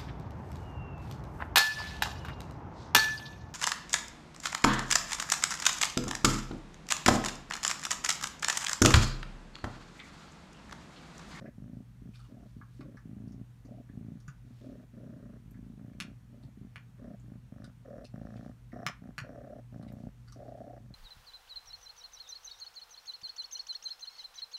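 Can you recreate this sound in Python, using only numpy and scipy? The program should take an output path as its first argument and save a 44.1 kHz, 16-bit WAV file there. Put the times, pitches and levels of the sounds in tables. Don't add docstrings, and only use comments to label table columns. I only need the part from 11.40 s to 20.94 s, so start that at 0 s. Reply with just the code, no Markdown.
import sys
import numpy as np
from scipy import signal
from scipy.io import wavfile
from scipy.ndimage import uniform_filter1d

SR = 44100
rng = np.random.default_rng(int(sys.argv[2]) if len(sys.argv) > 2 else 0)


def digitize_waveform(pressure):
    field = np.atleast_2d(pressure).T
    bounded = np.clip(field, -1, 1)
    quanta = np.round(bounded * 32767).astype(np.int16)
    wavfile.write(sys.argv[1], SR, quanta)


def to_linear_factor(level_db):
    exponent = np.asarray(level_db, float) / 20
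    return 10 ** exponent


N = 420713


def evened(x):
    return x / np.sqrt(np.mean(x ** 2) + 1e-20)


def read(points, hz):
    f, value = np.transpose(points)
    return np.interp(np.log(hz + 1), np.log(f + 1), value)


def add(mix, s, sound):
    part = mix[max(round(s * SR), 0):][:len(sound)]
    part += sound[:len(part)]


def resonate(x, hz, width, order=1):
    turn = np.exp(2j * np.pi * np.cumsum(hz * np.ones(len(x))) / SR)
    r = np.exp(-np.pi * width / SR)
    low = x / turn
    for _ in range(order):
        low = signal.lfilter([1 - r], [1, -r], low)
    return 2 * (turn * low).real


def steep(x, hz, width):
    return resonate(x, hz, width, order=4)


def hiss():
    # frequency in Hz, level in dB.
    floor_colour = [(82, -38), (140, -2.5), (164, -3.5), (204, -9), (259, -14), (328, -28.5), (425, -26),
                    (632, -31), (786, -29.5), (1700, -32.5), (4870, -41.5), (5590, -41), (8830, -44),
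                    (15100, -48), (16000, -56.5)]
    level_db = -74
    frames, hz = N // 256 + 5, np.fft.rfftfreq(1024, 1 / SR)
    a, b, patches = rng.standard_normal((frames, 513, 3)).T
    patches = evened(uniform_filter1d(uniform_filter1d(patches, 12, 0), 14, 1))
    z = (a + 1j * b) * to_linear_factor(read(floor_colour, hz)[:, None] + 0.8 * patches)
    upper = z * (hz > 1000)[:, None]
    scale = np.std(signal.istft(upper, nperseg=1024, noverlap=768)[1])
    return to_linear_factor(level_db) * signal.istft(z, nperseg=1024, noverlap=768)[1][:N] / scale


def slow_drift():
    return evened(resonate(rng.standard_normal(N), 0, 3.53))


def hum():
    # frequency in Hz, wander in Hz, level in dB.
    hum_lines = [(50.3, 2.1, -61), (58.86, 1.83, -61), (119.8, 0.64, -51.5)]
    # centre in Hz, width in Hz, level in dB.
    rumble = [(51.4, 8.9, -62), (97, 64, -64.5), (125, 18.6, -62.5), (33.2, 44, -79.5)]
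    out = np.zeros(N)
    for hz, wander, db in hum_lines:
        level = to_linear_factor(db - 0.5 + 2.0 * slow_drift())
        out += level * np.sin(2 * np.pi * np.cumsum(hz + wander * slow_drift()) / SR)
    for hz, width, db in rumble:
        out += to_linear_factor(db) * evened(resonate(rng.standard_normal(N), hz, width, order=2))
    return out


def room_tail():
    # frequency in Hz, time to fall 60 dB in seconds.
    decay = [(500, 0.22), (1500, 0.25), (4000, 0.19), (8000, .14), (15000, 0.081)]
    # delay in seconds, level in dB.
    echoes = [(.006, 4), (0.01, -3.5), (0.02, -2.5), (.022, -9.5), (.031, -11.5)]
    taps = np.zeros(SR // 2)
    at = np.arange(140, len(taps) - 20, 20)
    taps[at + rng.integers(0, 20, len(at))] = rng.choice([-1., 1.], len(at))
    hz, t, z = signal.stft(taps, SR, nperseg=256)
    tail = signal.istft(z * to_linear_factor(-60 * t / read(decay, hz)[:, None]), SR, nperseg=256)[1]
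    tail /= np.linalg.norm(tail)
    for s, db in echoes:
        smear = uniform_filter1d(rng.standard_normal(160), 3) * np.exp(-np.arange(160) / 22)
        add(tail, s, 0.54 * to_linear_factor(db) * smear / np.linalg.norm(smear))
    return tail


def bumps():
    # start in seconds, peak in dB, ring in Hz.
    thuds = [(1.406, -34.5, 131), (1.438, -39, 131), (2.881, -31.5, 134), (4.607, -36.5, 187),
             (5.049, -34.5, 125), (5.363, -40.5, 113), (7.461, -33, 154), (7.783, -38.5, 140),
             (7.816, -32, 127)]
    out, t = np.zeros(N), np.arange(3000) / SR
    envelope = np.exp(-t / 0.016) * (1 - np.exp(-t / 0.0027))
    for s, db, hz in thuds:
        add(out, s, to_linear_factor(db) * np.sin(2 * np.pi * hz * t) * envelope)
    return out


def fur():
    # start, firmest moment and end in seconds, level in dB, pitch in Hz.
    strokes = [(0.702, 0.79, 0.93, -71, 3870), (0.928, 1.1, 1.22, -78, 4000),
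               (1.28, 1.366, 1.46, -75, 4250), (3.044, 3.208, 3.45, -73, 3300),
               (6.745, 7.06, 7.15, -74.5, 4370), (8.252, 8.436, 8.4, -77, 4300),
               (8.517, 8.62, 8.72, -77, 4800), (8.696, 8.923, 9.3, -77, 4420), (8.997, 9.2, 11, -85, 4500)]
    ends_db, grains_per_s = -10, 5000
    out = np.zeros(N)
    for start, firm, end, db, hz in strokes:
        t = np.arange(start, end, 1 / SR)
        strength = to_linear_factor(1.9 * rng.exponential(1, len(t)))
        slips = rng.random(len(t)) < grains_per_s / SR
        grains = strength * slips * rng.standard_normal(len(t))
        press_db = np.interp(t, (start, firm, end), (ends_db, 0, ends_db))
        rub = evened(resonate(grains, hz, 5600, order=2))
        add(out, start, to_linear_factor(db + press_db) * rub * signal.windows.tukey(len(t), 0.1))
    return out


def tick(db, hz, treble_db, treble_hz):
    t = np.arange(1024) / SR
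    crack = rng.standard_normal((2, len(t))) * np.exp(-t / 0.0042)
    ring = steep(crack[0], hz, 940)
    treble = steep(crack[1], treble_hz, 3350) + 0.3 * steep(crack[1], 8150, 7900)
    return to_linear_factor(db) * ring / abs(ring).max() + to_linear_factor(treble_db) * treble / abs(treble).max()


def knock(db, bare, modes):
    t = np.arange(1024) / SR
    blow = np.exp(-((t - 0.0008) / 0.00004) ** 2)
    rings = np.zeros(len(t))
    for k, (hz, width, mode_db) in enumerate(modes):
        rings += (-1) ** k * to_linear_factor(mode_db) * resonate(blow, hz, 2.67 * width, order=2)
    burst = np.clip((t - 0.0007) / 0.0001, 0, 1) * np.exp(-t / 0.0016)
    crack = resonate(np.gradient(rng.standard_normal(len(t))) * burst, 2940, 5900, order=2)
    sound = rings / abs(rings).max() + bare * crack / abs(crack).max()
    return to_linear_factor(db) * sound / abs(sound).max()


def clicks():
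    # start in seconds, peak in dB, ring in Hz, treble in dB, treble in Hz.
    near_ticks = [(0.0592, -49, 1880, -71, 5410), (1.2132, -45, 1440, -79, 3750),
                  (1.4078, -48.5, 1140, -53.5, 4500), (1.411, -54, 2270, -70, 3000),
                  (1.5702, -48.5, 1590, -56.5, 5330), (1.578, -55, 1170, -80, 3000),
                  (2.884, -57.5, 2500, -66, 3400), (4.165, -65, 1700, -78, 4400),
                  (7.319, -52.5, 1800, -67, 4400), (1.88, -66, 897, -59.5, 5600),
                  (1.921, -69, 1250, -58.5, 6060), (2.49, -55.5, 1630, -81, 4350),
                  (2.802, -64, 1390, -59, 5800), (2.88, -45, 1450, -46.5, 6380),
                  (4.109, -69, 1570, -57, 12000), (4.144, -57, 1650, -76, 4410),
                  (5.7984, -73, 931, -58.5, 7500), (6.2426, -51.5, 1420, -46, 4670),
                  (8.4268, -54, 1280, -54.5, 4260), (8.5237, -61, 902, -56, 13300),
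                  (8.9227, -56, 1240, -47, 5440)]
    far_ticks = [(0.7355, -61.5, 2440, -64, 3580), (0.7494, -62, 1330, -56, 4600),
                 (0.7922, -59, 1240, -61.5, 4440), (0.843, -62, 1120, -63.5, 3670),
                 (2.2487, -71, 1120, -65, 6000), (4.527, -69, 2260, -77, 4100),
                 (5.028, -67, 930, -65, 4530), (6.645, -62, 2470, -49.5, 4960),
                 (6.96, -64, 2300, -64, 3590), (8.479, -62.5, 2300, -62, 4380),
                 (8.877, -57.5, 1630, -58, 4980), (9.0856, -69, 900, -71, 4660),
                 (9.1746, -82, 1030, -72, 3690)]
    # start in seconds, peak in dB, room send in dB, share of bare crack.
    knocks = [
        (4.601, -21.5, -4, 0.46),
        (5.3579, -33.5, -5.5, 0.24),
        (7.4642, -17.5, -6.5, 0.32),
        (7.78, -25, -2.5, 0.23),
    ]
    # frequency in Hz, width in Hz, level in dB.
    knock_modes = [
        [(1400, 310, -0.5), (2500, 280, 3), (3540, 200, -4), (4250, 220, -4.5), (5440, 330, -7),
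         (6060, 160, -4), (6600, 230, -5), (7440, 160, -2), (9000, 160, -5), (10000, 420, 6.5)],
        [(1630, 430, -1.5), (2330, 120, 2), (2860, 390, -8), (4350, 83, -10), (5330, 130, -14),
         (7550, 100, -26), (9700, 120, -6)],
        [(1250, 154, -1.5), (1800, 120, -6), (2226, 155, -3), (3030, 170, -10), (4170, 180, -10),
         (5210, 150, -4), (6000, 130, -11), (7180, 230, -12.5), (11160, 81, -27)],
        [(1540, 280, 3), (2500, 210, -3), (3180, 210, -9.5), (4350, 140, -5), (5550, 110, -3), (8200, 100, -22),
         (9500, 110, -29), (10100, 74, -36)],
    ]
    near_room_db, far_room_db = -6.5, 1.5
    dry_part, sent = np.zeros(N), np.zeros(N)
    ticks = [(*row, near_room_db) for row in near_ticks] + [(*row, far_room_db) for row in far_ticks]
    sounds = [(s, tick(*settings), room_db) for s, *settings, room_db in sorted(ticks)]
    for (s, db, room_db, bare), modes in zip(knocks, knock_modes):
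        sounds.append((s, knock(db, bare, modes), room_db))
    for s, sound, room_db in sounds:
        add(dry_part, s, sound)
        add(sent, s, to_linear_factor(room_db) * sound)
    return dry_part + signal.oaconvolve(sent, room_tail())[:N]


def vocal_folds(first, last, rate, flutter, bend):
    inward = flutter > 0.3
    cycles = max(round((last - first) * rate), 1)
    u = np.arange(cycles + 1) / cycles
    period, pad = (last - first) / cycles, 0.03
    chance = rng.standard_normal((cycles + 1, 4))
    jitter = (0.0004 + 0.001 * flutter) * chance[:, 0]
    shut = pad + (last - first) * (u + bend * u * (1 - u)) + jitter
    part = shut + period * ((-0.4 if inward else 0.54) + 0.0243 * chance[:, 1])
    n = round((last - first + 4 * pad) * SR)
    slaps, partings, gap, flow = np.zeros((4, n))
    slaps[(shut * SR).astype(int)] = to_linear_factor((1.8 + 2 * flutter) * chance[:, 2])
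    partings[(part * SR).astype(int)] = to_linear_factor(3.5 * chance[:, 3])
    for a, b in zip(shut, part):
        gap[int(min(a, b) * SR):int(max(a, b) * SR)] = 1
    leak = inward * (0.35 + 1.0 * abs(1 - flutter))
    flow[int(min(part[0], shut[0]) * SR):int(shut[-1] * SR)] = leak
    air = uniform_filter1d(gap + flow, 150) * rng.standard_normal(n) * (0.012 + 0.04 * flutter)
    start = first - pad - 0.002 + 0.0005 * inward
    return start, slaps, partings, air


def palate(x):
    # frequency in Hz, width in Hz, level in dB.
    palate_modes = [(1746, 650, 1), (1250, 860, 3), (5600, 1000, -13)]
    return evened(sum((-1) ** k * to_linear_factor(db) * steep(x, hz, width)
                      for k, (hz, width, db) in enumerate(palate_modes)))


def half_breath(first, last, rate, chest_db, nose_db, flutter, bend, chest_hz, chest_swell_db, nose_swell_db, lift):
    # time in seconds, effort in dB.
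    effort = [(1.2, 0), (1.41, 2.5), (1.56, -1.5), (1.7, 0.5), (3.1, -0.5), (3.25, 2.5), (3.43, -1),
              (4.05, -5.5), (4.2, 1), (4.9, -2.5), (5.05, 1), (5.6, -4.5), (5.7, 0), (6.95, 0),
              (7.09, -3.5), (7.35, 0.5), (7.47, -1.5), (8.4, 2)]
    # time in seconds, palate snap in dB, nose ring in Hz.
    mouth = [(0, -69, 624), (0.3, -84, 570), (1.0, -79.5, 652), (1.5, -79, 554), (2.35, -88, 642),
             (2.7, -81, 576), (3.3, -77.5, 595), (3.75, -75, 600), (4.5, -68, 593), (5.0, -93, 635),
             (5.67, -72.5, 605), (6.2, -72, 590), (6.9, -67, 605), (7.4, -62.5, 663), (8.0, -68.5, 620),
             (8.5, -75.5, 612), (9.2, -74, 658), (9.54, -65, 640)]
    inward = flutter > 0.3
    start, slaps, partings, air = vocal_folds(first, last, rate, flutter, bend)
    t = start + np.arange(len(air)) / SR
    done = np.clip((t - first) / (last - first), 0, 1)

    attack = np.clip(1 - (t - first) / 0.043, 0, 2)
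    effort_db = np.interp(t, *np.transpose(effort))
    shape_db = -1.5 * attack - 213 * np.maximum(t - last, 0) + effort_db
    chest_db = chest_db + shape_db + chest_swell_db * (done - 0.5)
    nose_db = nose_db + shape_db + nose_swell_db * (done - 0.5)
    nose_db = nose_db + 0.32 * effort_db - 2.5 * attack
    s, snap_db, nose_hz = np.transpose(mouth)
    snap_db = np.minimum(np.interp(t, s, snap_db), nose_db - 8)
    nose_hz = np.interp(t, s, nose_hz) * (1 + lift * (done - 0.5))
    chest_hz = chest_hz[0] + (chest_hz[1] - chest_hz[0]) * done
    chest_hz = chest_hz * (1 + 0.09 * flutter * np.maximum(effort_db, -1))

    thump = (0.55 * slaps + partings if inward else slaps + 0.3 * partings) + air
    chest = -steep(thump, chest_hz, 270 - 50 * flutter)
    chest = chest + (0.021 + 0.046 * flutter) * steep(thump, 390, 220)
    buzz = slaps + 0.55 * partings + air
    nose = steep(buzz, nose_hz, 460 - 210 * flutter) - 0.22 * steep(buzz, 487, 330)
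    snap = palate((0.42 + 0.87 * flutter) * slaps + partings + 0.89 * air)
    return start, to_linear_factor(chest_db) * evened(chest) + to_linear_factor(nose_db) * evened(nose) + to_linear_factor(snap_db) * snap


def purr():
    # first and last pulse in seconds, pulses per second, chest in dB, nose in dB.
    out_breaths = [(0.183, 0.405, 26.7, -48, -69), (0.62, 0.691, 28.5, -50, -75),
                   (1.166, 1.206, 25, -53, -92), (1.656, 2.014, 28, -47, -72),
                   (2.498, 2.755, 27.2, -46, -71), (3.05, 3.107, 17, -55.5, -76.5),
                   (4.001, 4.337, 26.8, -51.5, -77.5), (4.377, 4.715, 29.3, -49, -68),
                   (5.175, 5.249, 26.5, -50, -75), (5.843, 5.956, 26.3, -52, -72),
                   (6.123, 6.277, 26.6, -50.5, -64), (6.742, 7.097, 28.9, -45.5, -56.5),
                   (7.621, 7.69, 30.8, -49, -62.5), (8.325, 8.67, 30.3, -49, -62),
                   (9.404, 9.507, 10, -59.5, -75)]
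    in_breaths = [(0.025, 0.09, 31.8, -49.5, -56), (0.897, 1.066, 36.2, -56, -67),
                  (1.406, 1.557, 32.1, -52.5, -66), (2.263, 2.414, 34, -53.5, -62),
                  (3.221, 3.439, 36.4, -53.5, -63), (3.549, 3.97, 30, -47.5, -59),
                  (4.909, 5.089, 30.2, -59, -71), (5.598, 5.747, 32.6, -48.5, -57.5),
                  (6.46, 6.65, 34.7, -56, -52.5), (7.341, 7.498, 31.5, -50, -51),
                  (7.848, 8.196, 33.9, -56, -53), (8.973, 9.375, 31.1, -59.5, -54)]
    outward = dict(flutter=0.047, bend=0.0502, chest_hz=(183.3, 185.7),
                   chest_swell_db=1, nose_swell_db=1, lift=-0.023)
    inward = dict(flutter=0.88, bend=-0.0392, chest_hz=(234, 220),
                  chest_swell_db=0, nose_swell_db=-1.8, lift=0.066)
    out, lead = np.zeros(N + SR), 1
    rows = [(row, outward) for row in out_breaths] + [(row, inward) for row in in_breaths]
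    for row, way in sorted(rows, key=lambda pair: pair[0][0]):
        s, sound = half_breath(*row, **way)
        add(out, s + lead, sound)
    return out[SR:]


def scene():
    cat = purr()
    cat = cat + to_linear_factor(-22.5) * signal.oaconvolve(cat, room_tail())[:N]
    return (cat + clicks() + bumps() + fur() + hum() + hiss())[None]


def top_cut(x):
    return signal.sosfilt(signal.butter(12, 16450, fs=SR, output="sos"), x)


def record(dry):
    # frequency in Hz, width in Hz, depth as a share.
    port_dips = [(4950, 167, 0.58), (7530, 340, 0.26), (10500, 330, 0.45)]
    x = signal.sosfilt(signal.butter(2, 40, "high", fs=SR, output="sos"), dry[0])
    x = signal.sosfilt(signal.butter(8, 15600, fs=SR, output="sos"), x)
    for hz, width, depth in port_dips:
        x = x - depth * resonate(x, hz, width)
    return top_cut(x[None])


dry = scene()
out = record(dry)
digitize_waveform(out)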